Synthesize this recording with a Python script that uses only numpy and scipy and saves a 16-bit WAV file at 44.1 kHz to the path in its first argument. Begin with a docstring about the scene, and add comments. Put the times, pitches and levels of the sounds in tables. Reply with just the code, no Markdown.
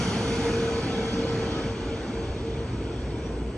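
"""A jet airliner, just past overhead and gliding away: exhaust roar, deep rumble and air rush are shaped noise,
the hiss dulled by the lengthening air path, with a ground-echo comb sweeping slowly up through roar and rush.
A hollow airframe tone and a thin engine whine, both sines, sink a little in pitch.
Far off to the left a rooster crows in ten harmonics, and small birds chirp and trill in gliding sines.
A distant motor drones, and a puff of wind bumps the two-port microphone over the outdoor background."""
import sys
import numpy as np
from scipy import signal
from scipy.fft import rfft, irfft, next_fast_len
from scipy.io import wavfile
from scipy.ndimage import uniform_filter1d, map_coordinates

SR = 44100
rng = np.random.default_rng(int(sys.argv[2]) if len(sys.argv) > 2 else 0)


def digitize_waveform(pressure):
    """Quantize a signal to 16-bit integers and store it at the path in sys.argv[1].

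    Rows of a 2-D input are taken as channels; values are limited to [-1, 1].
    """
    field = np.atleast_2d(pressure).T
    bounded = np.clip(field, -1, 1)
    quanta = np.round(bounded * 32767).astype(np.int16)
    wavfile.write(sys.argv[1], SR, quanta)


N = 157437

# Deep rumble of the exhaust: (time [s], level [dB])
RUMBLE_LEVEL = [(0, -33), (.25, -37.5), (.45, -34), (.62, -31), (.75, -36), (1.2, -41.5), (1.32, -31),
                (1.45, -36), (1.95, -39), (2.55, -37.5), (2.75, -36.5), (3.1, -36), (3.57, -41)]
# Its spectrum: (frequency [Hz], density [dB per Hz])
RUMBLE_SPECTRUM = [(25, -32.5), (40, -29), (60, -17), (85, -6), (120, 0.5), (150, -11.5), (210, -29),
                   (500, -120)]
# Low roar of the jets, before its gain and the air path: (time [s], level [dB])
ROAR_LEVEL = [(0, -30.5), (.3, -30.8), (.5, -30), (.95, -32.5), (1.32, -31), (1.6, -33), (1.77, -35.5),
              (1.88, -33), (2.15, -33.5), (2.45, -36), (2.85, -35.5), (3.57, -35.5)]
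# Its spectrum before the air path: (frequency [Hz], density [dB per Hz])
ROAR_SPECTRUM = [(90, -31), (140, 4), (170, 4), (250, 1), (330, -.5), (400, 0.5), (480, -1.5), (560, -10.5),
                 (750, -29.5), (3000, -120)]
# Rush of air over flaps, gear and fans, before its gain and the air path: (time [s], level [dB])
RUSH_LEVEL = [(0, -35), (.2, -37), (.45, -35.5), (.56, -37.5), (.83, -38.5), (1.25, -39.5), (1.5, -39),
              (1.66, -39.5), (1.76, -42), (2.05, -42), (2.45, -43.5), (3.25, -44.5), (3.57, -46.5)]
# Its spectrum before the air path: (frequency [Hz], density [dB per Hz])
RUSH_SPECTRUM = [(250, -37.5), (550, 2), (800, 4), (980, 2), (1150, -2), (1450, 0), (1800, -5.5),
                 (2350, -2.5), (2750, -7.5), (3300, -3), (4050, -12), (4550, -5), (5000, -12), (5700, -10),
                 (6700, -13.5), (7400, -20.5), (8100, -17.5), (9000, -27), (11000, -32.5)]
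# Extra loss of the rush as the air path grows: (frequency [Hz], loss rate [dB per s])
AIR_LOSS_RATE = [(700, 0.5), (1500, 0.84), (3000, 0.94), (6000, 3), (8000, 3), (10500, 10.5)]
# Airframe tone: (time [s], level [dB])
TONE_LEVEL = [(0, -42), (.15, -42), (.22, -37), (.38, -36), (.48, -29), (.62, -27.5), (.7, -31), (.81, -33),
              (.86, -43), (.9, -33), (1.08, -32.5), (1.13, -38), (1.2, -32.5), (1.42, -33.5), (1.55, -38),
              (1.72, -35.5), (1.78, -47), (1.83, -37), (1.88, -42), (1.95, -32), (2.01, -52), (2.11, -48),
              (2.15, -35.5), (2.25, -37), (2.31, -46), (2.39, -51), (2.46, -33.5), (2.54, -46), (2.63, -35),
              (2.75, -52), (2.83, -40), (2.93, -40), (2.98, -49), (3.08, -41), (3.57, -47)]
# Distant motor's fundamental: (time [s], level [dB])
MOTOR_LEVEL = [(0, -58), (1.9, -54), (3.2, -52), (3.28, -36), (3.57, -36)]
# Outdoor background: (frequency [Hz], density [dB per Hz])
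BACKGROUND_SPECTRUM = [(25, -23), (55, 10.5), (110, -2.5), (300, -4), (1000, -20.5), (3000, -37.5),
                       (7000, -39), (8200, -27.5), (9000, -49.5), (9700, -69)]
# Rooster's long note, before throat and jitter: (time [s], pitch [Hz], level [dB])
CROW_NOTE = [(.28, 590, -58), (.43, 612, -53), (.5, 636, -54), (.72, 637, -54), (.93, 659, -50),
             (1.1, 660, -48), (1.2, 666, -52), (1.3, 659, -50), (1.47, 668, -53), (1.55, 636, -50),
             (1.66, 622, -55)]
# Resonances of its throat and beak: (frequency [Hz], gain [dB])
CROW_RESONANCES = [(650, -7), (1250, 2.5), (1340, 3), (1980, -10), (2640, -8), (3150, 2), (3300, 2),
                   (3960, -7.5), (4620, -4), (5300, -16), (5950, -20), (6600, -14)]
# Bird chirps, pitch before roughness: (start [s], length [s], peak pitch [Hz], peak level [dB])
CHIRP_NOTES = [(2.217, .06, 3520, -53), (2.343, .06, 3850, -53.5), (2.37, .05, 3560, -53.5),
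               (2.453, .045, 3920, -56), (2.485, .07, 3480, -53), (2.515, .05, 3760, -55)]
# Wind puff: (frequency [Hz], density [dB per Hz])
PUFF_SPECTRUM = [(20, -9), (45, -3.5), (68, -5), (110, -11), (250, -35), (600, -120)]
# Thin high trill, before roughness and flutter: (time [s], pitch [Hz], level [dB])
TRILL_NOTE = [(2.6, 5450, -110), (2.72, 5450, -66), (3.15, 5550, -66), (3.26, 5750, -60), (3.33, 5600, -68),
              (3.45, 5600, -110)]
# Likeness of noise at the two microphone ports: (frequency [Hz], likeness [0 to 1])
PORT_LIKENESS = [(60, .99), (130, .996), (300, .99), (450, .985), (700, .91), (1000, .78), (1300, .55),
                 (1550, .82), (2400, .8), (3500, .55), (4500, .55), (5600, .35), (6500, .8), (7800, .35),
                 (9300, .5), (10200, .95)]
# Phase by which the left port leads: (frequency [Hz], lead [rad])
LEFT_LEAD = [(400, 0), (780, -.25), (1120, .65), (1950, -.65), (2600, .4), (3250, 2.05), (4200, 1.55),
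             (5000, 2.3), (5700, .5), (6500, .2), (7250, 2.8), (8100, 1.4), (8900, 2.9), (9900, 0)]
# Level of the left port over the right: (frequency [Hz], balance [dB])
PORT_BALANCE = [(100, 0), (600, 0), (1250, 2), (2200, -.3), (4500, -.3), (5700, -3.5), (6500, -.3),
                (9000, -1.5), (10200, 0)]

# Ground echo: comb spacing at the start, its rise, echo strength, and where rough ground halves the echo
GROUND_HZ, GROUND_RISE_HZ_PER_S, GROUND_SHARE, GROUND_TOP_HZ = 224, 35, .48, 720
# Turbulence: narrow lasting streaks and broad brief surges, depth [dB] and size (bins, frames)
STREAK_DB, STREAK_SIZE = 1.6, (3, 10)
SURGE_DB, SURGE_SIZE = 1.1, (12, 3)
SURGE_FROM_HZ = 900  # longer waves bend around the eddies and surge less
# Airframe tone's pitch once the aircraft flies straight away
TONE_HZ = 453
# Fraction by which the aircraft's tones start higher, and how fast it decays
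DOPPLER_EXCESS, DOPPLER_SETTLE_S = .025, 1.3
# Amplitude share of the tone scattered by turbulence, its growth, its approximate half width
SCATTER, SCATTER_PER_S, SCATTER_HZ = .2, .05, 12
# Engine line: pitch straight away, level at the start, fade
WHINE_HZ, WHINE_DB, WHINE_FADE_DB_PER_S = 1482, -52.5, 4
MOTOR_HZ, MOTOR_SECOND_DB = 57.4, -18.5  # mean firing rate, octave relative to the fundamental
BACKGROUND_DB = -36.5
# The crow's clean span, and its fractional pitch scatter outside and inside that span
CROW_CLEAN_S, CROW_ROUGH, CROW_JITTER = (.48, 1.46), .018, .002
CHIRP_ARCH = 0.094  # fraction of the pitch by which a chirp starts and ends lower
BIRD_LEAD_S = .00013  # the birds are to the left: that port hears them earlier
PUFF_S, PUFF_WIDTH_S, PUFF_DB = 2.3, 0.027, -36  # centre, width, peak level
TOP_HZ = 11250  # microphone band limit


def amp(db):
    """Decibels to gain."""
    return 10 ** (np.asarray(db) / 20)


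def unit(x):
    """Scaled to rms 1."""
    return x / np.sqrt(np.mean(np.abs(x) ** 2) + 1e-20)


def along(points, hz):
    """Interpolates (frequency [Hz], value) points on a log frequency axis."""
    f, v = np.transpose(points)
    return np.interp(np.log(hz + 1), np.log(f + 1), v)


def clock():
    """The time of each sample in seconds."""
    return np.arange(N) / SR


def curves(rows):
    """One value per sample for each column after the time."""
    s, *cols = np.transpose(rows)
    return [np.interp(clock(), s, c) for c in cols]


def wobble(rate):
    """A smooth random curve with rate knots a second."""
    return map_coordinates(rng.standard_normal(4096), [clock() * rate + 2], mode="mirror")


def cycles(hz):
    """Phase in radians of a moving frequency."""
    return 2 * np.pi * np.cumsum(hz) / SR


def filtered(x, response):
    """x passed through a complex response of frequency."""
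    m = next_fast_len(N + SR // 2)
    hz = np.fft.rfftfreq(m, 1 / SR)
    return irfft(rfft(x, m) * response(hz), m)[..., :N]


def noise(spectrum):
    """Coloured noise of rms 1; mid and side parts set how alike the two microphone ports hear it."""
    def mid_side(hz):
        turn = np.arccos(np.clip(along(PORT_LIKENESS, hz), 0, .999)) / 2
        return amp(along(spectrum, hz)) * [np.cos(turn), np.sin(turn)]

    def ports(hz):
        half = np.array([[.5], [-.5]])  # left and right share each difference equally
        balance = amp(half * along(PORT_BALANCE, hz))
        return balance * np.exp(1j * half * np.interp(hz, *np.transpose(LEFT_LEAD)))

    mid, side = filtered(rng.standard_normal((2, N)), mid_side)
    return unit(filtered(np.array([mid + side, mid - side]), ports))


def turbulence_patches(shape, bins, frames):
    """Turbulent patches: a random field smoothed over frequency bins and time frames, at rms 1."""
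    field = uniform_filter1d(rng.standard_normal(shape), bins, axis=0)
    return unit(uniform_filter1d(field, frames, axis=1))


def through_air(x, loss_rate=None):
    """The path from the aircraft: turbulent patches, the ground echo's moving comb and absorption."""
    hz, t, z = signal.stft(x, SR, nperseg=1024)
    hz_rows = hz[:, None]
    surge_db = SURGE_DB * hz_rows ** 2 / (hz_rows ** 2 + SURGE_FROM_HZ ** 2)
    turbulence_db = STREAK_DB * turbulence_patches(z.shape[1:], *STREAK_SIZE)
    turbulence_db = turbulence_db + surge_db * turbulence_patches(z.shape[1:], *SURGE_SIZE)
    echo = GROUND_SHARE / (1 + (hz_rows / GROUND_TOP_HZ) ** 2)
    spacing_hz = GROUND_HZ + GROUND_RISE_HZ_PER_S * t
    comb = np.abs(1 + echo * np.exp(2j * np.pi * hz_rows / spacing_hz))
    # absorption is counted from 1 s, so earlier sound is brighter
    lost_db = along(loss_rate, hz)[:, None] * (t - 1) if loss_rate else 0
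    return signal.istft(z * comb * amp(turbulence_db - lost_db), SR, nperseg=1024)[1][:, :N]


def doppler():
    """The factor by which the aircraft's tones are raised as it turns from overhead to straight away."""
    return 1 + DOPPLER_EXCESS * np.exp(-clock() / DOPPLER_SETTLE_S)


def from_left(x, wet, t60):
    """A far call from the left: it reaches the left port first, with the decaying echo of the yards."""
    t = np.arange(SR // 2) / SR
    tail = rng.standard_normal((2, len(t))) * amp(-60 * t / t60)
    tail = tail / np.linalg.norm(tail[0])
    echo = signal.fftconvolve(x[None], tail, axes=1)[:, :N]
    sides = np.array([[1], [-1]])
    direct = filtered(x, lambda hz: np.exp(1j * np.pi * hz * BIRD_LEAD_S * sides))
    return direct + wet * echo


def jet_rumble():
    """The deepest part of the exhaust noise, as a low band of noise with a moving level."""
    level_db, = curves(RUMBLE_LEVEL)
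    return amp(level_db) * noise(RUMBLE_SPECTRUM)


def jet_roar(gain_db=0.3):
    """The low mixing noise of the exhaust, heard through the air and over the ground."""
    level_db, = curves(ROAR_LEVEL)
    return amp(level_db + gain_db) * through_air(noise(ROAR_SPECTRUM))


def air_rush(gain_db=2):
    """Broad hiss of airframe and fans, duller with distance."""
    level_db, = curves(RUSH_LEVEL)
    return amp(level_db + gain_db) * through_air(noise(RUSH_SPECTRUM), loss_rate=AIR_LOSS_RATE)


def airframe_tone():
    """Air blowing over a cavity in the wing; turbulence scatters more of the tone as the path lengthens."""
    level_db, = curves(TONE_LEVEL)
    share = np.clip(SCATTER + SCATTER_PER_S * clock(), 0, .9)
    scattered = unit(wobble(2 * SCATTER_HZ) + 1j * wobble(2 * SCATTER_HZ))
    carrier = np.exp(1j * cycles(TONE_HZ * doppler()))
    received = carrier * (np.sqrt(1 - share ** 2) + share * scattered)
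    return np.sqrt(2) * amp(level_db) * np.real(received)


def engine_whine(waver=.0012, twinkle_db=2.5):
    """A thin turbine line that sinks with the airframe tone and twinkles as it fades."""
    level_db = WHINE_DB - WHINE_FADE_DB_PER_S * clock() + twinkle_db * wobble(8)
    hz = WHINE_HZ * doppler() * (1 + waver * wobble(15))
    return np.sqrt(2) * amp(level_db) * np.sin(cycles(hz))


def motor(waver=.01):
    """A far motor's low drone: a wavering firing rate and its octave, much louder at the end."""
    level_db, = curves(MOTOR_LEVEL)
    phase = cycles(MOTOR_HZ * (1 + waver * wobble(8.7)))
    drone = np.sin(phase) + amp(MOTOR_SECOND_DB) * np.sin(2 * phase)
    return np.sqrt(2) * amp(level_db) * drone


def outdoor_background():
    """The steady noise of the open air around the microphone."""
    return amp(BACKGROUND_DB) * noise(BACKGROUND_SPECTRUM)


def rooster(fade_s=.03, flicker_db=2):
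    """One long crow: hoarse start, clean held note, hoarse fall; each harmonic flickers on its way."""
    t = clock()
    hz, level_db = curves(CROW_NOTE)
    clean = (t > CROW_CLEAN_S[0]) & (t < CROW_CLEAN_S[1])
    jitter = np.where(clean, CROW_JITTER, CROW_ROUGH)
    phase = cycles(hz * (1 + jitter * wobble(120)))
    call = np.zeros(N)
    for k in range(1, 11):
        harmonic_db = along(CROW_RESONANCES, k * hz) + flicker_db * wobble(15.4)
        call += amp(harmonic_db) * np.sin(k * phase)
    start, end = CROW_NOTE[0][0], CROW_NOTE[-1][0]
    gate = np.clip(np.minimum(t - start, end - t) / fade_s, 0, 1)
    return from_left(np.sqrt(2) * gate * amp(level_db) * call, wet=.22, t60=.25)


def small_bird(rough=0.03):
    """Short, slightly buzzy chirps that arch up and down in pitch and loudness."""
    song = np.zeros(N)
    for start, length, peak_hz, db in CHIRP_NOTES:
        arch = np.sin(np.pi * np.clip((clock() - start) / length, 0, 1))
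        hz = peak_hz * (1 - CHIRP_ARCH * (1 - arch) + rough * wobble(300))
        song += amp(db) * arch * np.sin(cycles(hz))
    return from_left(np.sqrt(2) * song, wet=.35, t60=.25)


def wind_puff():
    """One soft low bump of moving air on the microphone."""
    bump = np.exp(-((clock() - PUFF_S) / PUFF_WIDTH_S) ** 2)
    return amp(PUFF_DB) * bump * noise(PUFF_SPECTRUM)


def high_trill(rough=.025, flutter_db=3):
    """A faint, thin trill from the trees that lifts and swells just before it stops."""
    hz, level_db = curves(TRILL_NOTE)
    level = amp(level_db + flutter_db * wobble(40))
    trill = level * np.sin(cycles(hz * (1 + rough * wobble(500))))
    return from_left(np.sqrt(2) * trill, wet=.5, t60=.3)


def scene():
    """The airliner over the sounds of the neighbourhood."""
    airliner = jet_rumble() + jet_roar() + air_rush() + airframe_tone() + engine_whine()
    surroundings = motor() + outdoor_background() + wind_puff()
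    birds = rooster() + small_bird() + high_trill()
    return airliner + surroundings + birds


def record(dry):
    """The microphone chain keeps nothing above its band limit."""
    return filtered(dry, lambda hz: hz < TOP_HZ)


dry = scene()
out = record(dry)
digitize_waveform(out)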